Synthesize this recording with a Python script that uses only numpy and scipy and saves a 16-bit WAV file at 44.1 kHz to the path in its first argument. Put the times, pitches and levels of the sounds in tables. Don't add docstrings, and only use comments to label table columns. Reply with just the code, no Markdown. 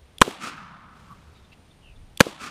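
import sys
import numpy as np
from scipy import signal
from scipy.fft import rfft, irfft
from scipy.io import wavfile

SR = 44100
rng = np.random.default_rng(int(sys.argv[2]) if len(sys.argv) > 2 else 0)


def unload_audio(sound):
    columns = np.transpose(np.atleast_2d(sound))
    steps = np.round(np.clip(columns, -1, 1) * 32767)
    wavfile.write(sys.argv[1], SR, steps.astype(np.int16))


N = 110250
T = np.arange(N) / SR
BIN_HZ = np.arange(N // 2 + 1) * SR / N

# (time [s], crack [dB], boom [dB], boom delay [s], hollow ring [dB], hollow delay [s],
# housing ring [dB], ping [Hz], ping [dB], echo [dB])
SHOTS = [(0.2152, -4.5, -5, .0005, -6.5, 0.0014, 3.5, 3088, -8, 0.5),
         (2.2044, -4.5, 0, 0.00257, 9.5, 0.002914, -4, 4670, -4, -1.5)]


def from_db(db):
    return 10 ** (np.asarray(db) / 20)


def at_hz(table, hz, column=1):
    table = np.array(table)
    return np.interp(np.log(hz + 1e-9), np.log(table[:, 0]), table[:, column])


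def shaped(gain):
    x = irfft(rfft(rng.standard_normal(N)) * gain(BIN_HZ) * (BIN_HZ > 18), N)
    return x / x.std()


def noise(spectrum):
    return shaped(lambda hz: from_db(at_hz(spectrum, hz)))


def narrow(centre_hz, rel_width):
    return shaped(lambda hz: 1 / (1 + ((hz / centre_hz - 1) / rel_width) ** 2))


def envelope(start_s, attack_s, hold_s, t60_s, times=T):
    age_s = times - start_s
    decay = np.log(1000) * np.maximum(age_s - attack_s - hold_s, 0) / t60_s
    return np.clip(age_s / attack_s, 0, 1) * np.exp(-np.minimum(decay, 50))


def swell(start_s, length_s):
    return np.sin(np.pi * np.clip((T - start_s) / length_s, 0, 1))


def tone(start_s, hz, hold_s, t60_s):
    return np.sin(2 * np.pi * hz * (T - start_s)) * envelope(start_s, .0002, hold_s, t60_s)


def wind_and_insects():
    # (frequency [Hz], density [dB])
    air_spectrum = [(25, -4), (45, -6.5), (72, 3.5), (110, -7), (220, -12), (450, -17), (800, -21),
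                    (1300, -25.5), (2200, -26.5), (3400, -28), (5500, -34.5), (10500, -41.5),
                    (12500, -45.5), (15000, -49)]
    gust_spectrum = [(20, -2), (33, -1), (70, -12), (150, -17), (400, -41.5), (2000, -72)]
    # (time [s], level [dB])
    insect_levels = [(0, -77), (1.0, -80.5), (1.45, -83.5), (1.6, -76.5), (1.95, -76), (2.5, -76.5)]
    gust_s, gust_width_s = 2, .13
    dip_db, hold_s, recover_s = -7, .36, .56
    air = from_db(-54) * noise(air_spectrum)
    gust = from_db(-48.5) * noise(gust_spectrum) / (1 + ((T - gust_s) / gust_width_s) ** 2)
    insects = from_db(np.interp(T, *np.transpose(insect_levels))) * narrow(9000, rel_width=.018)
    dip = sum(np.interp(T - s, [0, hold_s, hold_s + recover_s], [1, 1, 0], left=0) for s, *_ in SHOTS)
    return (air + gust + insects) * from_db(dip_db * dip)


def action_clicks():
    # (time [s], level [dB], pitch [Hz])
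    clicks = [(0.1833, -36, 3440), (0.207, -37, 3200), (2.174, -32, 3410), (2.1962, -33, 2900)]
    # (frequency [Hz], density [dB])
    rasp_spectrum = [(1200, -27.5), (2400, -3.5), (4500, -1.5), (6000, -8.5), (7600, -2), (10500, -6.5),
                     (15000, -16.5)]
    rasp = from_db(-3.5) * noise(rasp_spectrum)
    out = 0
    for s, db, hz in clicks:
        ring = np.sin(2 * np.pi * hz * (T - s))
        out += from_db(db) * envelope(s, .0002, hold_s=.0023, t60_s=.0037) * (ring + rasp)
    return out


def blast_wave(start_s, length_s):
    u = np.maximum(T - start_s, 0) / length_s * 2
    return (u > 0) * (1 - u) * np.exp(-np.minimum(u, 50))


def muzzle_blast():
    # (frequency [Hz], density [dB])
    crack = [(100, -8), (350, 4), (680, 0.5), (950, 2.5), (1600, 3), (2600, 5.5), (4000, -6.5),
             (5500, -11.5), (7800, -5.5), (11000, -16), (16000, -25.5)]
    boom_hz, hollow_hz = 222, 500
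    housing_hz, upper_mode_hz, housing_lag_s = 1108.5, 2399, .002
    bark_hz, bounce_lag_s = 1529, .004
    out = 0
    for s, crack_db, boom_db, boom_lag_s, hollow_db, hollow_lag_s, ring_db, ping_hz, ping_db, _ in SHOTS:
        out += from_db(3.5) * blast_wave(s, length_s=.00077)
        out += from_db(crack_db) * noise(crack) * envelope(s, .00017, hold_s=.003, t60_s=.013)
        out += from_db(boom_db) * tone(s + boom_lag_s, boom_hz, hold_s=.0036, t60_s=.005)
        out += from_db(hollow_db) * tone(s + hollow_lag_s, hollow_hz, hold_s=.0005, t60_s=.01)
        for hz, db in (housing_hz, ring_db), (upper_mode_hz, -8):
            out += from_db(db) * tone(s + housing_lag_s, hz, hold_s=.0036, t60_s=.003)
        for hz, db in (bark_hz, 3.5), (ping_hz, ping_db):
            out += from_db(db) * tone(s + bounce_lag_s, hz, hold_s=.0017, t60_s=.003)
    blast_low_cut = signal.butter(1, 66, "high", fs=SR, output="sos")
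    return signal.sosfilt(blast_low_cut, out)


def echoes():
    # (frequency [Hz], density [dB], t60 [s])
    near_ground = [(60, -10.5, .04), (220, -10, .04), (436, 5.5, 0.032), (750, -4, .04), (1200, 0.5, 0.037),
                   (1900, -11.5, .035), (3180, -8.5, 0.028), (5030, -17, .04), (7960, -17, .04),
                   (15000, -30, .04)]
    grass = [(60, -13.5, .5), (220, 1, 1), (415, 2, 0.16), (700, -3, 0.84), (1200, -3, 1), (1840, -9, 1),
             (3300, -6, 0.79), (5100, -13, 0.42), (9000, -17, 0.41), (15000, -29, 0.2)]
    bank = [(100, -20, 0.092), (230, 8, .15), (380, 10, 0.082), (700, -13, 0.084), (1200, 0.5, .12),
            (1900, -26, .12), (3300, -13, .15), (4600, -29, .1), (9000, -34, .1)]
    brush = [(70, -16.5, .5), (248.5, 2.5, 0.48), (434, -7, 0.29), (810, -11.5, 0.13), (976, -9, 0.13),
             (1226, 6, 0.18), (1505, 0, 0.32), (1800, -8.5, 0.2), (2490, -2.5, 0.46), (3150, -10.5, 0.37),
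             (5630, -12, 0.22), (8800, -18, 0.17), (15000, -36, .15)]
    far_field = [(66.4, -8, 6.4), (186, 2.5, 4.6), (417, -21.5, 4.3), (756, -9.5, 3.1), (1265, 3, 2.18),
                 (1870, -8.5, 1.8), (3200, -17, 2), (6300, -24, 0.78), (14200, -45, 0.55)]
    ridge = [(70, -8, .1), (160, 17, 0.088), (400, -21, 0.091), (754, -22, .1), (1100, 13, 0.092),
             (2000, -27, .1), (6000, -30, .1)]
    late_hiss = [(200, 3.5, 0.37), (600, 5.5, 1), (2080, 0.5, 3.2), (4500, -4, 2.9), (8100, -10, 2.8),
                 (14000, -22.5, 2.2)]
    # (spectrum, delay [s], attack [s], hold [s], level [dB])
    paths = [(near_ground, .0065, .0018, .001, -21),
             (grass, .008, .004, .064, -38.5),
             (bank, .055, .008, .0036, -33.5),
             (brush, .18, .041, .043, -34.5),
             (far_field, .19, .073, .092, -43.5),
             (ridge, .87, .027, .01, -43.5),
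             (late_hiss, .68, .0881, .02, -60.5)]
    scatter_db, scatter_hz = 1.5, 110
    edges_hz, grid_s = np.geomspace(35, 17000, 45), T[::22]
    centres_hz = np.sqrt(edges_hz[1:] * edges_hz[:-1])
    lumps = from_db(scatter_db * shaped(lambda hz: 1 / (1 + (hz / scatter_hz) ** 2)))
    wash = rfft(rng.standard_normal(N) * lumps / np.sqrt(np.mean(lumps ** 2)))
    power = 0
    for spectrum, delay_s, attack_s, hold_s, db in paths:
        density = from_db(at_hz(spectrum, centres_hz)) ** 2
        density *= from_db(db) ** 2 * SR / 2 / np.sum(density * np.diff(edges_hz))
        t60_s = at_hz(spectrum, centres_hz, column=2)[:, None]
        for s, *_, echo_db in SHOTS:
            gain = from_db(echo_db) * envelope(s + delay_s, attack_s, hold_s, t60_s, grid_s)
            power += density[:, None] * gain ** 2
    out = 0
    for band_power, low_hz, high_hz in zip(power, edges_hz, edges_hz[1:]):
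        band = irfft(wash * (BIN_HZ >= low_hz) * (BIN_HZ < high_hz), N)
        out += np.interp(T, grid_s, np.sqrt(band_power)) * band
    return out


def bullet_thuds():
    delay_s, thud_hz = .0645, 400
    out = 0
    for s, *_ in SHOTS:
        u = np.minimum((np.pi * thud_hz * (T - s - delay_s)) ** 2, 50)
        out += (1 - 2 * u) * np.exp(-u)
    return from_db(-17.5) * out


def birds():
    # (time [s], length [s], pitch [Hz], level [dB], noisiness [0-1])
    calls = [(1.315, 0.11, 3730, -64, 0.9), (1.41, 0.09, 3600, -68, 0.6), (1.513, 0.036, 2696, -48.5, 0.35),
             (1.698, 0.029, 3590, -59, 0), (1.951, .03, 3550, -57, .1)]
    # (frequency [Hz], density [dB])
    rasp_spectrum = [(1000, -29), (2200, 0.5), (3600, 0), (4800, -2), (7000, -23)]
    rasp = noise(rasp_spectrum)
    chips = 0
    for s, length_s, hz, db, noisiness in calls:
        voice = narrow(hz, rel_width=.024) + noisiness * rasp
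        chips += from_db(db) * swell(s, length_s) ** 2 * voice
    trill_s, trill_length_s, warble_hz, swing_hz = 1.812, .128, 76, 244
    warble = np.sin(2 * np.pi * warble_hz * (T - trill_s))
    pitch_hz = np.interp(T, [trill_s, trill_s + trill_length_s], [3120, 2650]) + swing_hz * warble
    whistle = np.sin(2 * np.pi * np.cumsum(pitch_hz) / SR)
    trill = swell(trill_s, trill_length_s) * (1 - .5 * warble) * whistle
    return chips + from_db(-54) * trill


def scene():
    return (muzzle_blast() + action_clicks() + bullet_thuds() + echoes() + birds()
            + wind_and_insects())[None]


def record(dry):
    ceiling, cutoff_hz = .98, 15300
    clipped = dry / (1 + (dry / ceiling) ** 8) ** (1 / 8)
    low_pass = 1 / (1 + (BIN_HZ / cutoff_hz) ** 90)
    return irfft(rfft(clipped) * low_pass, N)


dry = scene()
out = record(dry)
unload_audio(out)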